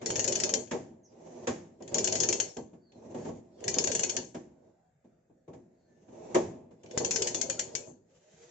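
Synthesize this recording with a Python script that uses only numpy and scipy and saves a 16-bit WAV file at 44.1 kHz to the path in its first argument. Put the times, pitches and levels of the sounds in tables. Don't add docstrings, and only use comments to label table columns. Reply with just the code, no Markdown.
import sys
import numpy as np
from scipy import signal
from scipy.fft import rfft, irfft, next_fast_len
from scipy.io import wavfile
from scipy.ndimage import map_coordinates

SR = 44100
rng = np.random.default_rng(int(sys.argv[2]) if len(sys.argv) > 2 else 0)


def transcribe(signal):
    frames = np.atleast_2d(signal).T
    limited = np.clip(frames, -1, 1)
    pcm = np.round(limited * 32767).astype(np.int16)
    wavfile.write(sys.argv[1], SR, pcm)


N = 374850

# start_s, level_db
PAWL_CLICKS = [(0.0594, -26), (0.103, -28), (0.1568, -28), (0.194, -24.5), (0.2425, -29), (0.2772, -26),
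               (0.3224, -28), (0.3546, -26.5), (0.4003, -27.5), (0.4361, -23.5), (0.4915, -30.5),
               (0.5383, -24), (0.6736, -61), (1.823, -54), (1.8775, -49), (1.9437, -24), (1.983, -25.5),
               (2.043, -24), (2.0738, -25.5), (2.1243, -26), (2.1536, -26), (2.2015, -24.5), (2.2338, -26),
               (2.288, -24.5), (2.3265, -25.5), (2.4006, -23.5), (2.5687, -46), (2.92, -68.5),
               (3.6052, -60), (3.6405, -41.5), (3.6799, -24.5), (3.741, -30), (3.785, -22.5),
               (3.8399, -27.5), (3.8724, -27), (3.9165, -27.5), (3.95, -26), (3.993, -27), (4.0336, -24),
               (4.0947, -29), (4.1659, -26), (6.833, -62), (6.8602, -60), (6.9102, -50.5), (6.9761, -26.5),
               (7.0471, -26.5), (7.1089, -24), (7.159, -25.5), (7.22, -26), (7.271, -26.5), (7.3453, -27.5),
               (7.4136, -26.5), (7.4983, -26.5), (7.593, -26.5), (7.7514, -29.5)]
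# start_s, level_db,
# clank_re_knock_db
KNOCK_EVENTS = [(0.014, -29.5, -17), (0.123, -37, -17), (0.554, -30, -31), (0.71, -25, -10),
                (0.728, -21.5, -27), (1.47, -18.5, -12.5), (1.802, -35, -28.5), (1.914, -32, -22),
                (1.95, -23, -34), (2.565, -27.5, -35), (2.73, -42.5, -24.5), (3.143, -26.5, -25),
                (3.248, -28.5, -22.5), (3.284, -27.5, -29), (3.761, -25, -21), (4.168, -28, -35),
                (4.344, -28.5, -17.5), (5.042, -51, -23), (5.296, -53.5, -37), (5.477, -35, -30.5),
                (5.531, -38, -21.5), (6.081, -45, -21.5), (6.345, -11, -18.5), (6.707, -45, -20.5),
                (6.835, -41, -25), (6.998, -22, -26.5), (7.867, -36.5, -45.5)]
# start_s, level_db
HANDLE_TAPS = [(0.1055, -18.5), (0.1963, -22.5), (6.9757, -14.5)]
# start_s, end_s, rumble_at_working_speed_db
FREE_SWINGS = [(0.109, 0.557, -39.5), (1.95, 2.43, -39), (3.68, 4.157, -41), (6.988, 7.803, -38.5)]
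# start_s, end_s, low_rumble_db, upper_rumble_db, scrape_db
WORKING_STROKES = [(1.124, 1.462, -49, -44.5, -60.5), (2.96, 3.12, -50, -49, -67.5),
                   (3.186, 3.283, -42.5, -42.5, -55.5), (4.52, 4.682, -62.5, -62.5, -81.5),
                   (5.72, 6.03, -63.5, -67, -76.5), (6.13, 6.361, -48, -42.5, -60),
                   (8.11, 8.511, -76, -59, -58.5)]
# start_s, length_s, start_hz, end_hz, level_db, waver_share
SQUEAK_GLIDES = [(1.029, 0.051, 6720, 5300, -59.5, 0.064), (1.064, .08, 5100, 4630, -76, 0.025),
                 (2.8, 0.21, 4640, 3990, -71.5, 0.024), (4.696, 0.24, 800, 721, -70.5, 0.074),
                 (5.732, 0.21, 4500, 4150, -85, .03), (5.86, 0.16, 1768, 1745, -74, 0.0044),
                 (8.09, 0.099, 546, 478, -61, 0.082), (8.2, 0.12, 538, 663, -64.5, .04),
                 (8.35, 0.16, 447.5, 493, -57.5, 0.016), (8.35, .18, 4600, 4660, -73, .01)]
# centre_hz, width_hz, level_db
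BENCH_RESONANCES = [(105, 71, -8.5), (164, 26, -2.5), (242, 41, 3), (352, 51, 3.5), (424.4, 15, -3),
                    (483, 11, -0.5), (545, 83, -5), (637, 40, -2), (771, 28, -7), (886, 110, -9.5),
                    (1066, 12, -16), (1230, 20, -29.5)]
# centre_hz, width_hz, level_db
HEAD_RESONANCES = [(1500, 90, -23.5), (4384, 92, -5.5), (5260, 50, -13.5), (5980, 43, -8.5), (5920, 35, -1),
                   (6450, 10, -8), (6853, 86, 2)]
# mode_hz, level_db, t60_s
PIPE_MODES = [(245, -0.5, 0.2), (356.9, -4, 0.24), (473.7, -3.5, 0.19), (781, -13.5, 0.22),
              (879, -20.5, .2), (1108, -17, 0.18), (1239, -19, 0.083)]
# freq_hz, level_db
SNAP_COLOUR = [(4000, -21.5), (4800, -12.5), (5250, -3), (5800, -6.5), (6300, 0), (7000, -2), (7400, -3),
               (8500, -8.5)]
# freq_hz, level_db
BODY_COLOUR = [(300, -24), (900, -2), (1350, -19), (1600, 3), (1900, -1.5), (3100, 3), (3800, -2.5),
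               (4600, -2.5), (5500, -8.5), (8000, -25)]
# freq_hz, level_db
CLANK_COLOUR = [(530, -35.5), (900, -1), (1050, -5), (1410, -25), (1600, -4), (3820, -21), (6910, -5),
                (8110, -17.5), (8500, -69), (11000, -100), (18700, -120)]
# freq_hz, level_db
SCRAPE_COLOUR = [(710, -26.5), (1200, -7.5), (1350, -8.5), (1950, -5), (3260, -10), (5030, -10.5),
                 (6590, -1.5), (7580, -6.5), (8500, -39), (11000, -67), (18700, -120)]
# freq_hz, level_db
AIR_COLOUR = [(15, -42.5), (25, -19), (106, -9), (169, -2.5), (297, -18), (419, -10), (652, -8.5),
              (1060, -32.5), (1580, -23.5), (2910, -40.5), (5640, -40), (7390, -29.5), (8770, -52),
              (11400, -88.5), (19300, -120)]
# freq_hz, left_minus_right_db
SNAP_LEAN = [(4500, 4), (5300, -1.5), (6400, 10.5), (7200, 7), (7700, -8.5)]
# freq_hz, correlation
STEREO_LIKENESS = [(50, 0.76), (125, .9), (250, 1), (500, 0.31), (1000, 0.1), (3000, 0.24), (7000, 0)]
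# freq_hz, gain_db
MIC_ROLLOFF = [(7650, -1.5), (8000, -10.5), (8500, -33), (8926, -40), (10000, -48.5), (12000, -61)]
# freq_hz, gain_db
BENCH_TILT = [(25, -13.0), (60, -1.5), (100, 4.5), (650, -3.0), (1000, -6), (1400, -16.5),
              (2500, -12), (6000, -45.5)]
# freq_hz, level_db
DULL_COLOUR = [(600, -19.5), (1100, 0.0), (2000, -6.5), (3500, -8.5), (7000, -29.5)]
RATTLE_COLOUR = [(280, -32.5), (350, -0.5), (470, 0.5), (650, -6.5), (740, -30.5)]
ROCKING_COLOUR = [(35, -24.5), (60, -12.0), (85, -3.5), (115, 5.5), (160, -18.0), (400, -44.0)]

AGE_S = np.arange(SR) / SR

ORDINARY_CLICK_DB = -26.5
CLICK_RISE_S, CLICK_RISE_SCATTER_DB = 0.0009, 5
CRACK_RE_CLICK_DB, CRACK_SCATTER_DB = 10.5, 2.5
SHARPENS_DB_PER_DB = 1.3
BODY_DB, BODY_GROWS_DB_PER_DB = -38.5, 0.7
LIMP_DB, LIMP_LIMIT = 3, 0.7
SNAP_LEFT_DB, SNAP_LEFT_SCATTER_DB = 6, 1.5
BOUNCE_S, BOUNCE_SCATTER_DB, BOUNCE_RE_CLICK_DB = 0.005, 3.5, 3
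KNOCK_RISE_S, KNOCK_RISE_GROWS_DB_PER_DB = 0.014, 0.15
BOOM_DB, BOOM_GROWS_DB_PER_DB = -31, 0.66
RING_DB, RING_GROWS_DB_PER_DB = -14, 1.37
WORKING_TEETH_PER_S, SPEED_POWER = 20.3, 0.89
SWING_RISE_DB_PER_S, SWING_FALL_DB_PER_S = 158, 155
CUT_RISE_DB_PER_S, CUT_FALL_DB_PER_S = 255, 130.5
EFFORT_DB_PER_S = 32
GRIP_DB = 1.5
TAP_S = 0.001
BENCH_SPLIT_HZ, AIR_DB, MIC_TOP_HZ = 400, -69.5, 12000


def pawl():
    start_s, level_db = np.transpose(PAWL_CLICKS)
    rise_chance, crack_chance, lean_chance, bounce_chance = rng.standard_normal((4, len(start_s)))
    sharp_db = SHARPENS_DB_PER_DB * np.maximum(level_db - ORDINARY_CLICK_DB, 0)
    rise_s = CLICK_RISE_S * amp(CLICK_RISE_SCATTER_DB * rise_chance - sharp_db)
    crack_db = level_db + CRACK_RE_CLICK_DB + sharp_db + CRACK_SCATTER_DB * crack_chance
    lean_db = SNAP_LEFT_SCATTER_DB * lean_chance

    gaps_s = np.diff(start_s, prepend=start_s[0] - 1, append=start_s[-1] + 1)
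    early = np.clip(np.diff(np.log(gaps_s)), -LIMP_LIMIT, LIMP_LIMIT)
    body_db = BODY_DB + BODY_GROWS_DB_PER_DB * (level_db - ORDINARY_CLICK_DB) + LIMP_DB * early

    snap_env = np.array([blows(start_s, level_db + side * lean_db / 2, rise_s,
                               t60_s=0.053, room_db=-13.5, room_t60_s=0.36) for side in (1, -1)])
    snap_noise = patchy(noise(colour(SNAP_COLOUR)), depth_db=4.0, width_hz=320, span_s=0.05, size=512)
    snap = amp(2.5) * snap_env * snap_noise
    snap += chatter(start_s, level_db - 4.5, low_hz=5126, high_hz=7200, t60_s=0.12, count=5)
    snap = filtered(snap, lambda hz: sides(along(SNAP_LEAN, hz) + SNAP_LEFT_DB))

    body_env = blows(start_s, body_db, rise_s, t60_s=0.047, room_db=-17.0, room_t60_s=0.35)
    body_noise = patchy(noise(colour(BODY_COLOUR)), depth_db=1.5, width_hz=350, span_s=0.042, size=512)
    body = amp(4.0) * body_env * body_noise
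    body += chatter(start_s, body_db, low_hz=1513, high_hz=3650, t60_s=0.16, count=6)

    head_env = blows(start_s, level_db, rise_s, t60_s=0.18, room_db=-13.5, room_t60_s=0.4)
    head = amp(-8.5) * head_env * noise(resonances(HEAD_RESONANCES))

    crack = cracks(start_s, crack_db, pitch_hz=6300, t60_s=0.003) * sides(3)
    bounce_s = start_s + BOUNCE_S * amp(BOUNCE_SCATTER_DB * bounce_chance)
    bounce = cracks(bounce_s, level_db + BOUNCE_RE_CLICK_DB, pitch_hz=5900, t60_s=0.0035)
    return snap + body + head + crack + bounce * sides(SNAP_LEFT_DB)


def chatter(starts_s, levels_db, low_hz, high_hz, t60_s, count):
    track = np.zeros((2, N))
    age_s = AGE_S[:SR // 8]
    fall = dying(t60_s)[:len(age_s)]
    for start_s, level_db in zip(starts_s, levels_db):
        mode_hz = low_hz + (high_hz - low_hz) * rng.random((count, 1))
        modes = np.sin(2 * np.pi * mode_hz * age_s)
        mix = unit(rng.standard_normal((2, count))) / np.sqrt(count)
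        add(track, start_s, amp(level_db) * fall * (mix @ modes))
    return track


def cracks(starts_s, levels_db, pitch_hz, t60_s):
    track = np.zeros(N)
    age_s = AGE_S[:SR // 100]
    envelope = (dying(t60_s) * (1 - dying(0.001)))[:len(age_s)]
    pitches_hz = pitch_hz * (1 + 0.039 * rng.standard_normal(len(starts_s)))
    for start_s, level_db, hz in zip(starts_s, levels_db, pitches_hz):
        add(track, start_s + 0.00048, amp(level_db) * np.sin(2 * np.pi * hz * age_s) * envelope)
    return track


def knocks():
    start_s, level_db, steel_db = np.transpose(KNOCK_EVENTS)
    hardness_db = level_db - level_db.max()
    rise_s = KNOCK_RISE_S * amp(KNOCK_RISE_GROWS_DB_PER_DB * hardness_db)
    low, upper = bench_noise()

    clank_env = blows(start_s, level_db + steel_db + 0.2 * hardness_db,
                      rise_s * amp(-12.5 - 0.5 * hardness_db),
                      t60_s=0.09, room_db=-9.5, room_t60_s=0.39)
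    clank = amp(-2.5) * clank_env * noise(colour(CLANK_COLOUR))
    dull_env = blows(start_s, level_db + steel_db, rise_s / 2, t60_s=0.12, room_db=-15, room_t60_s=0.45)
    dull = amp(-7) * dull_env * noise(colour(DULL_COLOUR))

    ring = pipe_ring(start_s, RING_DB + RING_GROWS_DB_PER_DB * hardness_db, rise_s, scatter_db=3.0)
    boom = low * blows(start_s, BOOM_DB + BOOM_GROWS_DB_PER_DB * hardness_db, rise_s * 2,
                       t60_s=0.18, room_db=-9.5, room_t60_s=0.75)
    thud_env = blows(start_s, level_db, rise_s, t60_s=0.2, room_db=-18.5, room_t60_s=0.78)
    thud = amp(-12.0) * thud_env * upper
    return clank + dull + ring + boom + thud


def pipe_ring(starts_s, levels_db, rises_s, scatter_db):
    track = np.zeros((2, N))
    age_s = AGE_S[:SR // 2]
    hz, mode_db, t60_s = np.transpose(PIPE_MODES)[..., None]
    for start_s, level_db, rise_s in zip(starts_s, levels_db, rises_s):
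        phase_turns = rng.random(hz.shape) + hz / 8000 * rng.standard_normal((2, len(hz), 1))
        gain = amp(level_db + mode_db + scatter_db * rng.standard_normal(hz.shape))
        fall = gain * np.exp(-np.log(1000) * age_s / t60_s)
        modes = fall * np.sin(2 * np.pi * (hz * age_s + phase_turns))
        add(track, start_s, modes.sum(axis=1) * (1 - np.exp(-(age_s / rise_s) ** 2)))
    return track


def bench_noise():
    wood, tilt = resonances(BENCH_RESONANCES), colour(BENCH_TILT)
    low_gain = lambda hz: 1 / np.sqrt(1 + (hz / BENCH_SPLIT_HZ) ** 12)
    low = noise(lambda hz: wood(hz) * tilt(hz) * low_gain(hz))
    upper = noise(lambda hz: wood(hz) * tilt(hz) * np.sqrt(1 - low_gain(hz) ** 2))
    return low, upper


def rubbing():
    swing = swinging()
    cut_low, cut_upper, scrape = cutting()
    low, upper = bench_noise()
    grip = amp(GRIP_DB * wobble(45))
    rumble = (amp(-5.5) * swing + amp(-1) * cut_low) * low
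    rumble = rumble + (amp(-3.5) * swing + amp(-3.0) * cut_upper) * upper

    rattle_noise = patchy(noise(colour(RATTLE_COLOUR)), depth_db=6.0, width_hz=45, span_s=0.05, size=2048)
    rattle = amp(1.0) * swing * rattle_noise
    rocking = amp(-15.5) * swing * noise(colour(ROCKING_COLOUR))

    hiss_noise = patchy(noise(colour(SCRAPE_COLOUR)), depth_db=2, width_hz=150, span_s=0.12, size=1024)
    hiss = amp(-1.0) * scrape * hiss_noise
    return grip * ((rumble + rattle + rocking) * sides(-1.8) + hiss)


def swinging():
    t_s, clicks_s = np.arange(N) / SR, np.transpose(PAWL_CLICKS)[0]
    total = 0
    for start_s, end_s, level_db in FREE_SWINGS:
        teeth_s = clicks_s[(clicks_s > start_s) & (clicks_s < end_s)]
        speed = np.interp(t_s, teeth_s, 1 / np.gradient(teeth_s)) / WORKING_TEETH_PER_S
        shape_db = stroke_db(start_s, end_s, SWING_RISE_DB_PER_S, SWING_FALL_DB_PER_S)
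        total = total + speed ** SPEED_POWER * amp(level_db + shape_db)
    return total


def cutting():
    t_s = np.arange(N) / SR
    total = 0
    for start_s, end_s, *levels_db in WORKING_STROKES:
        shape_db = stroke_db(start_s, end_s, CUT_RISE_DB_PER_S, CUT_FALL_DB_PER_S)
        effort_db = shape_db - EFFORT_DB_PER_S * np.maximum(end_s - t_s, 0)
        total = total + amp(np.add.outer(levels_db, effort_db))
    return total


def stroke_db(start_s, end_s, rise_db_per_s, fall_db_per_s):
    t_s = np.arange(N) / SR
    return -rise_db_per_s * np.maximum(start_s - t_s, 0) - fall_db_per_s * np.maximum(t_s - end_s, 0)


def handle_taps():
    track = np.zeros(N)
    u = AGE_S[:SR // 50] / TAP_S
    for start_s, level_db in HANDLE_TAPS:
        add(track, start_s, amp(level_db) * (1 - u) * np.exp(-u))
    return track


def squeaks(room_db=0, room_t60_s=0.29):
    track = np.zeros(N)
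    unsteady = wobble(620)
    for start_s, length_s, start_hz, end_hz, level_db, waver in SQUEAK_GLIDES:
        glide_hz = np.geomspace(start_hz, end_hz, int(length_s * SR))
        hz = glide_hz * (1 + waver * unsteady[:len(glide_hz)])
        tone = np.sin(2 * np.pi * np.cumsum(hz) / SR)
        add(track, start_s, amp(level_db) * np.sqrt(np.hanning(len(hz))) * tone)
    tail = rng.standard_normal((2, SR)) * dying(room_t60_s)
    room = signal.fftconvolve(track[None], tail / np.linalg.norm(tail[0]), axes=1)[:, :N]
    return amp(-1) * (track + amp(room_db) * room)


def room_air():
    air = noise(colour(AIR_COLOUR))
    return amp(AIR_DB) * patchy(air, depth_db=3.0, width_hz=170, span_s=0.087, size=1024)


def blows(starts_s, levels_db, rises_s, t60_s, room_db, room_t60_s):
    power = np.zeros(N)
    fall = dying(t60_s) ** 2 + (amp(room_db) * dying(room_t60_s)) ** 2
    for start_s, level_db, rise_s in zip(starts_s, levels_db, rises_s):
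        shape = fall * -np.expm1(-(AGE_S / max(rise_s, 1e-4)) ** 2)
        add(power, start_s, amp(level_db) ** 2 * shape / shape.max())
    return np.sqrt(power)


def noise(response):
    turn = lambda hz: np.arccos(np.clip(along(STEREO_LIKENESS, hz), -1, 1)) / 2
    mid_side = lambda hz: response(hz) * np.array([np.cos(turn(hz)), np.sin(turn(hz))])
    mid, side = filtered(rng.standard_normal((2, N)), mid_side)
    return np.array([mid + side, mid - side]) / np.std(mid)


def patchy(x, depth_db, width_hz, span_s, size):
    z = signal.stft(x, nperseg=size)[2]
    patches_per_bin = np.array([SR / size / width_hz, size / 2 / SR / span_s])
    knots = np.indices(z.shape[1:]) * patches_per_bin[:, None, None]
    field = map_coordinates(rng.standard_normal((512, 512)), knots, order=1, mode="wrap")
    return unit(signal.istft(z * amp(depth_db * unit(field)), nperseg=size)[1][:, :N])


def resonances(modes):
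    def gain(hz):
        power = 0
        for centre, width, level_db in modes:
            peak = hz * width / (centre * centre - hz * hz + 1j * hz * width)
            power = power + abs(amp(level_db) * peak) ** 2
        return np.sqrt(power)
    return gain


def colour(points):
    return lambda hz: amp(along(points, hz))


def along(points, hz):
    point_hz, value = np.transpose(points)
    return np.interp(np.log(hz + 1), np.log(point_hz + 1), value)


def filtered(x, response):
    m = next_fast_len(x.shape[-1] + 8192)
    return irfft(rfft(x, m) * response(np.fft.rfftfreq(m, 1 / SR)), m)[..., :x.shape[-1]]


def wobble(knots_per_s):
    knots = rng.standard_normal(int(N * knots_per_s / SR) + 4)
    return map_coordinates(knots, [np.arange(N) * knots_per_s / SR])


def dying(t60_s):
    return np.exp(-np.log(1000) * AGE_S / t60_s)


def sides(left_minus_right_db):
    db = np.atleast_1d(left_minus_right_db)
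    return amp(np.array([db, -db]) / 2)


def add(track, start_s, sound):
    part = track[..., max(round(start_s * SR), 0):][..., :sound.shape[-1]]
    part += sound[..., :part.shape[-1]]


def amp(db):
    return 10 ** (np.asarray(db) / 20)


def unit(x):
    return x / np.sqrt(np.mean(x ** 2) + 1e-20)


def scene():
    return pawl() + knocks() + rubbing() + handle_taps() + squeaks() + room_air()


def record(dry):
    return filtered(dry, lambda hz: amp(along(MIC_ROLLOFF, hz)) * (hz < MIC_TOP_HZ))


dry = scene()
out = record(dry)
transcribe(out)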